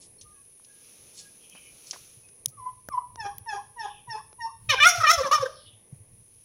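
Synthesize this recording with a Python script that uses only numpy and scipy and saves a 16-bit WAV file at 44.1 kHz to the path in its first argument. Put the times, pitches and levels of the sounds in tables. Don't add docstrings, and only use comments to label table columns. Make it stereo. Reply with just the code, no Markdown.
import sys
import numpy as np
from scipy import signal
from scipy.fft import rfft, irfft, next_fast_len
from scipy.io import wavfile
from scipy.ndimage import uniform_filter1d, map_coordinates

SR = 44100
rng = np.random.default_rng(int(sys.argv[2]) if len(sys.argv) > 2 else 0)


def bounce(signal):
    frames = np.transpose(np.atleast_2d(signal))
    limited = np.clip(frames, -1, 1)
    pcm = np.round(limited * 32767).astype(np.int16)
    wavfile.write(sys.argv[1], SR, pcm)


def voltage_ratio(decibels):
    exponent = np.asarray(decibels, float) / 20
    return 10 ** exponent


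N = 284136

# (time [s], level [dB])
GUST_LEVEL = [(0, -63.5), (.6, -71), (2.0, -68), (2.7, -62), (3.24, -56.5), (4.5, -61), (4.7, -47.5),
              (5.6, -55), (5.75, -70.5), (6.0, -52), (6.44, -63.5)]
# (time [s], level [dB])
STEPPING_LEVEL = [(0, -60.5), (.54, -57.5), (.85, -45.5), (1.16, -49), (1.41, -53), (1.7, -50.5),
                  (1.99, -47.5), (2.29, -56), (2.69, -56.5), (3.24, -63.5), (3.54, -56), (4.5, -67.5),
                  (6.44, -56)]
# (frequency [Hz], density [dB per Hz])
WIND_SPECTRUM = [(12, -10), (30, -5.5), (60, -4.5), (105, 2), (135, -3), (200, -12.5), (400, -40)]
# (frequency [Hz], density [dB per Hz])
RUMBLE_SPECTRUM = [(82, -34.5), (140, 1), (292, -1), (479, 2), (640, -6), (1170, -13), (1370, -26),
                   (1830, -13.5), (2500, -14), (3250, -30), (5500, -120)]
# (frequency [Hz], density [dB per Hz])
RUSTLE_SPECTRUM = [(710, -39.5), (1200, -12.5), (1650, -16), (1900, -17.5), (2420, -7), (4990, -11),
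                   (6220, -3.5), (8000, -16.5), (10100, 1.5), (12400, -14), (14900, -18.5), (15800, -29),
                   (16500, -64)]
# (frequency [Hz], density [dB per Hz])
INSECT_SPECTRUM = [(7500, -31), (8800, -6.5), (9600, 3.5), (10300, 9), (10900, 0.5), (11500, -11.5),
                   (12800, -38)]
RUMBLE_DB, INSECT_DB = -64.5, -53
DUCK_FROM_DB, DUCK_SHARE, DUCK_RECOVER_DB_PER_S = -51, 0.11, 12.5

# (frequency [Hz], left minus right [dB])
PORT_DIFFERENCE = [(200, 0.5), (1200, 0.5), (2500, -3), (4000, -9), (6000, -20), (7500, -6), (10000, 13.5),
                   (15000, -16)]
# (frequency [Hz], gain [dB])
HOUSING_RING = [(1000, 0.5), (4500, -6.5), (6100, 2), (7600, -13), (9400, -3.5), (13000, -11), (16000, 1)]

# (start [s], length [s], frequency [Hz], level
# [dB])
FAR_WHISTLES = [(2.62, .14, 2060, -70), (.66, .18, 1660, -72), (1.19, .14, 1660, -74),
                (1.23, .07, 2500, -73), (.24, .11, 1220, -72), (.36, .05, 1125, -71), (.32, .12, 1670, -77),
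                (.35, .07, 2550, -73), (2.22, .12, 2530, -71), (.17, .06, 5600, -69), (.18, .05, 4350, -67),
                (2.515, .07, 1275, -66)]
# (start [s], length [s], start frequency [Hz], level [dB])
FAR_CRIES = [
    (1.39, .35, 3050, -65),
    (3.78, .27, 3450, -59),
    (5.55, .24, 3650, -62),
    (5.48, .22, 5200, -66),
]
# (start [s], length [s], level [dB])
GRASS_SWISHES = [
    (1.13, .12, -59),
    (1.85, .15, -58),
    (0, .07, -63),
]
WHISTLE_SAG, CRY_SAG = .985, .83
WHISTLE_BLUR, CRY_BLUR = .025, .33
SWISH_HZ = 5600

# (time [s], peak [dB], frequency [Hz],
# swell [s])
LOW_THUMPS = [(1.351, -62, 197, 0.0087), (1.531, -57, 184, 0.0093), (2.005, -61.5, 108, 0.0167),
              (2.169, -48.5, 115, 0.0066), (2.47, -41, 129, 0.0087), (2.546, -52.5, 111, 0.0375),
              (2.716, -60, 116, 0.0124), (2.872, -68, 121, 0.0186), (3.203, -59.5, 208.7, 0.0059),
              (3.205, -46, 101, 0.0072), (3.409, -42.5, 100, 0.0071), (4.079, -42.5, 124, 0.0106),
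              (4.472, -58, 134, 0.0086), (4.682, -33.5, 111, 0.0112), (4.979, -32, 108, 0.0147),
              (5.175, -32.5, 78.1, 0.0096), (5.396, -36, 118, 0.01085), (5.659, -50.5, 97, 0.013),
              (5.728, -51.5, 104.6, 0.0158), (5.926, -34, 134, 0.00455), (6.002, -44.5, 102, 0.01013),
              (6.18, -52.5, 116.3, 0.013)]
# (time [s], peak [dB], left minus right [dB], low edge [Hz], high edge [Hz])
DRY_SNAPS = [(0.598, -54, -19.5, 100, 1480), (1.498, -38.5, -32, 5450, 13140),
             (2.459, -1.5, 14, 5710, 13010), (2.4587, -19.5, -16, 2873, 4900),
             (2.8874, -33.5, -28, 30.3, 1590), (2.8871, -31.5, -35.5, 4200, 14400),
             (3.1581, -35, -30, 60, 8720), (3.254, -36, 19.5, 150, 1480), (3.3829, -23, -28.5, 9070, 15970),
             (3.383, -38.5, 14.5, 2000, 7000), (3.46, -49, 10, 500, 2900), (4.329, -44, -26.5, 300, 6800),
             (5.932, -56, 10.5, 101.7, 672), (6.28, -44.5, -1, 4960, 14630),
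             (6.347, -48.5, -9.5, 3937, 14800)]
# (time [s], peak [dB], low edge [Hz], high edge [Hz], T60 [s])
GRASS_CRUNCHES = [
    (0.2121, -36, 3080, 8840, 0.082),
    (0.646, -44, 2660, 7700, 0.038),
    (1.55, -43, 200, 5220, 0.111),
    (1.58, -43.5, 900, 15060, 0.061),
    (1.91, -17.5, 3155, 8150, 0.0287),
    (1.931, -32.5, 305, 6740, 0.118),
    (1.96, -42.5, 422, 1500, 0.026),
    (2.287, -46, 1500, 6980, 0.032),
    (2.482, -36, 4540, 15260, 0.077),
    (5.236, -38.5, 86.5, 347, 0.31),
]
SNAP_T60_S, CRUNCH_PAN_DB = 0.00631, -15.5

YARD_T60_S, YARD_DB = 0.4123, -10
GROUND_T60_S, GROUND_DB = 0.0562, -2

ANCHOR_PARTIALS = [1, 2, 4.0, 8.5]

# (start [s], length [s], peak [dB], start frequency [Hz], lowest frequency [Hz])
HEN_YELPS = [
    (2.568, 0.1445, -50, 1212, 1001),
    (2.894, 0.123, -40, 1280, 972.6),
    (3.168, 0.1409, -35, 964.2, 805.5),
    (3.455, 0.1379, -33, 958.4, 808.5),
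    (3.758, 0.1435, -36.5, 995.4, 819.3),
    (4.068, 0.1307, -37, 995.1, 853.4),
    (4.382, .105, -38, 993.3, 902.8),
]
# (share of its length, chest, throat, mouth, rasp, half pitch; each re peak [dB])
YELP_COURSE = [
    (0, -16.5, -41, -28.5, -58.5, -31),
    (.19, -6.5, -19.5, -28, -31.5, -38.5),
    (.26, -6.5, -8, -14, -15.5, -49.5),
    (.7, 1.5, -21, -15, -20, -10),
    (1, -18, -20.5, -36.5, -30, -49.5),
]
# (frequency [Hz], gain [dB])
HEN_RESONANCES = [(1500, -4.5), (3300, 2), (4200, -12), (5000, -5.5), (5450, 10), (5900, -9), (6500, -5.5),
                  (8000, -35), (10000, -31), (16000, -44.5)]
FALL_HZ_PER_S, THIN_FALL_HZ_PER_S, SETTLE_HZ, REBOUND = 2000, 5500, 12, .02
THIN_ABOVE_HZ, THIN_DB_PER_OCTAVE, THIN_EVEN = 1057, 60, .5
HEN_HOARSE_END, HEN_HOARSE_THIN, HOARSE_PER_FALL, CLEAR_FALL = 1.3, .65, 13, 1.06
CLEAR_HALF_DB = 17.5
FLIP_AT, FLIP_S, FLIP_RATIO, FLIP_HZ, FLIP_DB = 0.62, 0.0809, 1.16, 1126.8, -13

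# (start [s], end [s], peak [dB], start frequency [Hz], end frequency [Hz])
TOM_SYLLABLES = [(4.689, 4.749, -14, 646.2, 493), (4.747, 4.798, -28.5, 791.3, 797.6),
                 (4.799, 4.88, -4.5, 588, 720.7), (4.874, 4.941, -17, 731.4, 667.2),
                 (4.948, 5.01, -26, 714.6, 666.4), (5.001, 5.029, -18, 685.2, 591),
                 (5.031, 5.074, -11, 671.6, 581), (5.065, 5.122, -7, 599.8, 684.8),
                 (5.126, 5.161, -9.5, 684.7, 665.2), (5.168, 5.226, -24, 605.5, 503),
                 (5.223, 5.297, -26.5, 620.3, 510.5), (5.311, 5.338, -15, 566.6, 633),
                 (5.331, 5.4, -15, 628.5, 559.6), (5.4, 5.443, -28, 583.8, 506.7),
                 (5.438, 5.475, -36, 583.5, 501.3), (5.479, 5.55, -56, 633.1, 590.6)]
# (time [s], resonance of the gape [Hz], strain on the rasp [dB])
BEAK_GAPE = [
    [(4.70, 2581, -11), (4.74, 1507, -15), (4.80, 2300, -20), (4.835, 2133, -18), (4.866, 1296, -12.5),
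     (4.89, 1225, 4), (4.93, 794, -10), (4.995, 855, -8.5)],
    [(5.01, 1303, -12.5), (5.026, 800, -15.5), (5.044, 1287, -26), (5.075, 1900, -13), (5.11, 1210, -8),
     (5.14, 648, -11.5), (5.25, 1007, -16), (5.335, 1107, -9.5), (5.41, 756, -16.5)],
]
# (frequency [Hz], gain [dB])
TOM_RESONANCES = [(1500, 0.5), (1900, 1), (2350, 5.5), (2950, 6), (3600, 6), (4600, -8.5), (5600, 0.5),
                  (6700, -11.5), (7700, -24.5), (9300, -22.5), (14900, -26), (16000, -29.5)]
SWELL_DB, RISE_FROM, RISE_TO = 12.5, .37, .88
ONSET_S, ONSET_DB, DYING_S, MURMUR_DB = .012, 10, 0.0515, -43.5
GAPE_DB_PER_OCTAVE, GAPE_DEPTH_DB, MOUTH_DB = 17, 23, -3
SAC_DB, SAC_FOLLOWS = -17, .5
TOM_CLEAR_DB, TOM_BARK_DB = -8, -34


def rms_one(x):
    return x / np.sqrt(np.mean(x ** 2) + 1e-20)


def at_hz(points, hz):
    table = np.array(points)
    return np.interp(np.log(hz + 1), np.log(table[:, 0]), table[:, 1])


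def in_time(rows, t):
    s, *columns = np.transpose(rows)
    return [np.interp(t, s, column) for column in columns]


def colour(x, points, share=1):
    size = next_fast_len(N + 4096)
    hz = np.arange(size // 2 + 1) * SR / size
    return irfft(rfft(x, size) * voltage_ratio(share * at_hz(points, hz)), size)[..., :N]


def drift(rate, count=N):
    knots = rng.standard_normal(int(count * rate / SR) + 3)
    return map_coordinates(knots, [np.arange(count) * rate / SR], order=3)


def ports(x):
    left, right = x * np.ones((2, 1))
    return np.array([colour(left, PORT_DIFFERENCE, share=0.87), colour(right, PORT_DIFFERENCE, share=-0.2902)])


def wind():
    gust_db, = in_time(GUST_LEVEL, np.arange(N) / SR)
    turbulence = rng.standard_normal(N) + .45 * rng.standard_normal((2, N))
    return rms_one(colour(turbulence, WIND_SPECTRUM)) * voltage_ratio(gust_db + 3 * drift(16))


def rumble():
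    noise = rng.standard_normal(N) + 0.73 * rng.standard_normal((2, N))
    return rms_one(colour(noise, RUMBLE_SPECTRUM)) * voltage_ratio(RUMBLE_DB + 2.8 * drift(3.3))


def rustle():
    step_db, = in_time(STEPPING_LEVEL, np.arange(N) / SR)
    grains = rng.standard_normal((2, N)) * voltage_ratio(2.2 * drift(3.6) + 1.3 * drift(800))
    grass = rms_one(colour(grains, RUSTLE_SPECTRUM)) * voltage_ratio(step_db - 3.5)
    return colour(ports(grass), [(8000, -0.5), (9200, -35.5), (11200, -19.0), (12200, 2.5)])


def insects():
    side_db = np.array([[5.0], [-10.5]])
    chorus = rms_one(colour(rng.standard_normal((2, N)), INSECT_SPECTRUM))
    return chorus * voltage_ratio(INSECT_DB + 0.47 * drift(12) + side_db)


def background():
    return wind() + rumble() + rustle() + insects()


def ducking(x):
    level_db = 10 * np.log10(uniform_filter1d(x ** 2, size=800) + 1e-9)
    back_db = DUCK_RECOVER_DB_PER_S * np.arange(N) / SR
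    held_db = np.maximum.accumulate(level_db + back_db) - back_db
    return -DUCK_SHARE * np.clip(held_db - DUCK_FROM_DB, 0, 60)


def breathy(table):
    out = np.zeros(N)
    for start, length, from_hz, to_hz, level_db, width_hz in table:
        at = np.arange(int(start * SR), int((start + length) * SR))
        u = np.linspace(0, 1, len(at))
        phase = 2 * np.pi * np.cumsum(from_hz + (to_hz - from_hz) * u) / SR
        clear = np.exp(-width_hz / 60)
        chop, chop_late, patches = [drift(rate, count=len(at)) for rate in (width_hz, width_hz, 45)]
        band = (clear + (1 - clear) * chop) * np.sin(phase)
        band = band + (1 - clear) * chop_late * np.cos(phase)
        out[at] += voltage_ratio(level_db + 3.5 * patches) * np.sin(np.pi * u ** .8) * band
    return out


def far_sounds():
    whistles = [(s, length, hz, WHISTLE_SAG * hz, db, WHISTLE_BLUR * hz) for s, length, hz, db in FAR_WHISTLES]
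    cries = [(s, length, hz, CRY_SAG * hz, db, CRY_BLUR * hz) for s, length, hz, db in FAR_CRIES]
    swishes = [(s, length, SWISH_HZ, SWISH_HZ, db, SWISH_HZ) for s, length, db in GRASS_SWISHES]
    return breathy(whistles + cries + swishes)


def thumps():
    out, t = np.zeros(N + 8000), np.arange(8000) / SR
    for s, peak_db, hz, swell in LOW_THUMPS:
        envelope = (t / swell) * np.exp(1 - t / swell)
        i = int(s * SR)
        out[i:i + 8000] += voltage_ratio(peak_db) * np.sin(2 * np.pi * hz * t) * envelope
    return out[:N]


def snaps():
    out, t = np.zeros((2, N)), np.arange(3000) / SR
    rows = [row + (SNAP_T60_S,) for row in DRY_SNAPS]
    for s, peak_db, low_hz, high_hz, t60 in GRASS_CRUNCHES:
        pan_db = CRUNCH_PAN_DB * (high_hz > 1000)
        rows.append((s, peak_db, pan_db, low_hz, high_hz, t60))
    for s, peak_db, pan_db, low_hz, high_hz, t60 in rows:
        band = signal.butter(4, [low_hz, high_hz], "band", fs=SR, output="sos")
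        burst = signal.sosfilt(band, rng.standard_normal(3000) * voltage_ratio(-60 * t / t60))
        side_db = np.array([[.5], [-.5]]) * pan_db
        i = int(s * SR)
        out[:, i:i + 3000] += voltage_ratio(peak_db + side_db) * burst / np.abs(burst).max()
    return colour(out, HOUSING_RING)


def yard(x):
    t = np.arange(int(.9 * SR)) / SR
    white = rng.standard_normal((2, len(t)))
    dull = signal.sosfilt(signal.butter(2, 1600, fs=SR, output="sos"), white)
    cloud = dull * voltage_ratio(-60 * t / YARD_T60_S)
    cloud = cloud + 1.1 * (white - dull) * voltage_ratio(-60 * t / (1.043 * YARD_T60_S))
    cloud = voltage_ratio(YARD_DB - 27.5) * cloud * np.clip((t - .004) / 0.028, 0, 1)
    cloud = cloud + voltage_ratio(GROUND_DB - 19.5) * white[:, ::-1] * voltage_ratio(-60 * t / GROUND_T60_S)
    return signal.fftconvolve(x[None], cloud, axes=1)[:, :N]


def voice(notes, throat, jitter, flutter_db, breath, edge_s):
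    out = np.zeros(N)
    for t, hz, rough, levels in notes:
        at = np.round(t * SR).astype(int)
        hz = hz * (1 + jitter * rough * drift(220, count=len(at)))
        phase = 2 * np.pi * np.cumsum(hz) / SR
        note = 0
        for k in range(1, 28):
            weights = [np.interp(k, ANCHOR_PARTIALS, row) for row in np.eye(4)]
            level_db = sum(w * v for w, v in zip(weights, levels))
            level_db = level_db + (k > 2) * (at_hz(throat, k * hz) - 5.5)
            level_db = level_db + flutter_db * (.3 + rough) * drift(80, count=len(at))
            shake = breath * rough * np.sqrt(k - .97) * drift(600, count=len(at))
            partial = np.sin(k * phase + shake + rng.uniform(0, 5.25))
            note = note + voltage_ratio(level_db) * partial * (k * hz < 16000)
        note = note * voltage_ratio(4.0 * rough * drift(90, count=len(at)))
        if len(levels) > 4:
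            note = note + voltage_ratio(levels[4] - 1.5) * (np.sin(phase / 2) + .6 * np.sin(1.5 * phase))
        edges = np.clip(np.minimum(t - t[0], t[-1] - t) / edge_s, 0, 1)
        out[at] += np.sqrt(2) * note * edges
    return out


def flips():
    slides = []
    for start, length, peak_db, _, low_hz in HEN_YELPS[1:]:
        slides.append((start + FLIP_AT * length, FLIP_S, FLIP_RATIO * low_hz, FLIP_HZ, peak_db + FLIP_DB, 150))
    return breathy(slides)


def yelps():
    notes = []
    for start, length, peak_db, from_hz, low_hz in HEN_YELPS:
        t = np.arange(int(start * SR), int((start + length) * SR)) / SR
        u = np.linspace(0, 1, len(t))
        thin = from_hz > THIN_ABOVE_HZ
        fall = from_hz / low_hz
        above = from_hz - low_hz - (THIN_FALL_HZ_PER_S if thin else FALL_HZ_PER_S) * (t - start)
        hz = low_hz * (1 + REBOUND * u ** 3) + SETTLE_HZ * np.logaddexp(0, above / SETTLE_HZ)
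        thin_db = THIN_DB_PER_OCTAVE * max(np.log2(from_hz / THIN_ABOVE_HZ), 0)
        chest, *upper = in_time(YELP_COURSE, u)
        upper[3] = upper[3] - CLEAR_HALF_DB * (fall < 1.12)
        first = HEN_HOARSE_THIN * thin
        last = np.clip(HOARSE_PER_FALL * (fall - CLEAR_FALL), 0, HEN_HOARSE_END)
        rough = first + (last - first) * u ** 1.5
        chest_db = peak_db + chest * (THIN_EVEN if thin else 1)
        notes.append((t, hz, rough, [chest_db] + [peak_db + v - thin_db for v in upper]))
    return voice(notes, HEN_RESONANCES, jitter=.008, flutter_db=3, breath=.5, edge_s=.012)


def gobble():
    notes = []
    for start, end, peak_db, from_hz, to_hz in TOM_SYLLABLES:
        t = np.arange(int(start * SR), int(end * SR)) / SR
        u, age = np.linspace(0, 1, len(t)), t - start
        if to_hz > from_hz:
            level_db = peak_db - SWELL_DB * (1 - u)
            u = np.clip((u - RISE_FROM) / (RISE_TO - RISE_FROM), 0, 1)
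        else:
            onset_db = ONSET_DB * np.clip(1 - age / ONSET_S, 0, 1)
            dying = 1 - np.exp(-np.clip(age - ONSET_S, 0, 1) / DYING_S)
            level_db = peak_db - onset_db - max(peak_db - MURMUR_DB, 6) * dying
        hz = from_hz + (to_hz - from_hz) * u
        gape_hz, strain_db = in_time(BEAK_GAPE[0] + BEAK_GAPE[1], t)
        near = []
        for k in ANCHOR_PARTIALS[:3]:
            octaves = np.abs(np.log2(k * hz / gape_hz))
            near.append(level_db - np.minimum(GAPE_DB_PER_OCTAVE * octaves, GAPE_DEPTH_DB))
        rough = np.clip((level_db - TOM_CLEAR_DB) / (TOM_BARK_DB - TOM_CLEAR_DB), .2, 1)
        sac = SAC_FOLLOWS * near[0] + SAC_DB
        notes.append((t, hz, rough, [sac, near[1], near[2] + MOUTH_DB, level_db + strain_db]))
    return voice(notes, TOM_RESONANCES, jitter=.016, flutter_db=4.5, breath=.4, edge_s=.004)


def scene():
    tom = gobble()
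    hen = yelps() + flips()
    far = far_sounds()
    echoes = yard(tom + voltage_ratio(4.0) * hen + voltage_ratio(9.0) * far)
    calls = ports(tom + hen + far + echoes)
    return calls + snaps() + thumps() + background() * voltage_ratio(ducking(tom + hen))


def top_cut(x):
    return signal.sosfilt(signal.butter(12, 16710, fs=SR, output="sos"), x)


def record(dry):
    mix = 0.8935 * np.tanh(dry / 1.0026)
    return top_cut(mix)


dry = scene()
out = record(dry)
bounce(out)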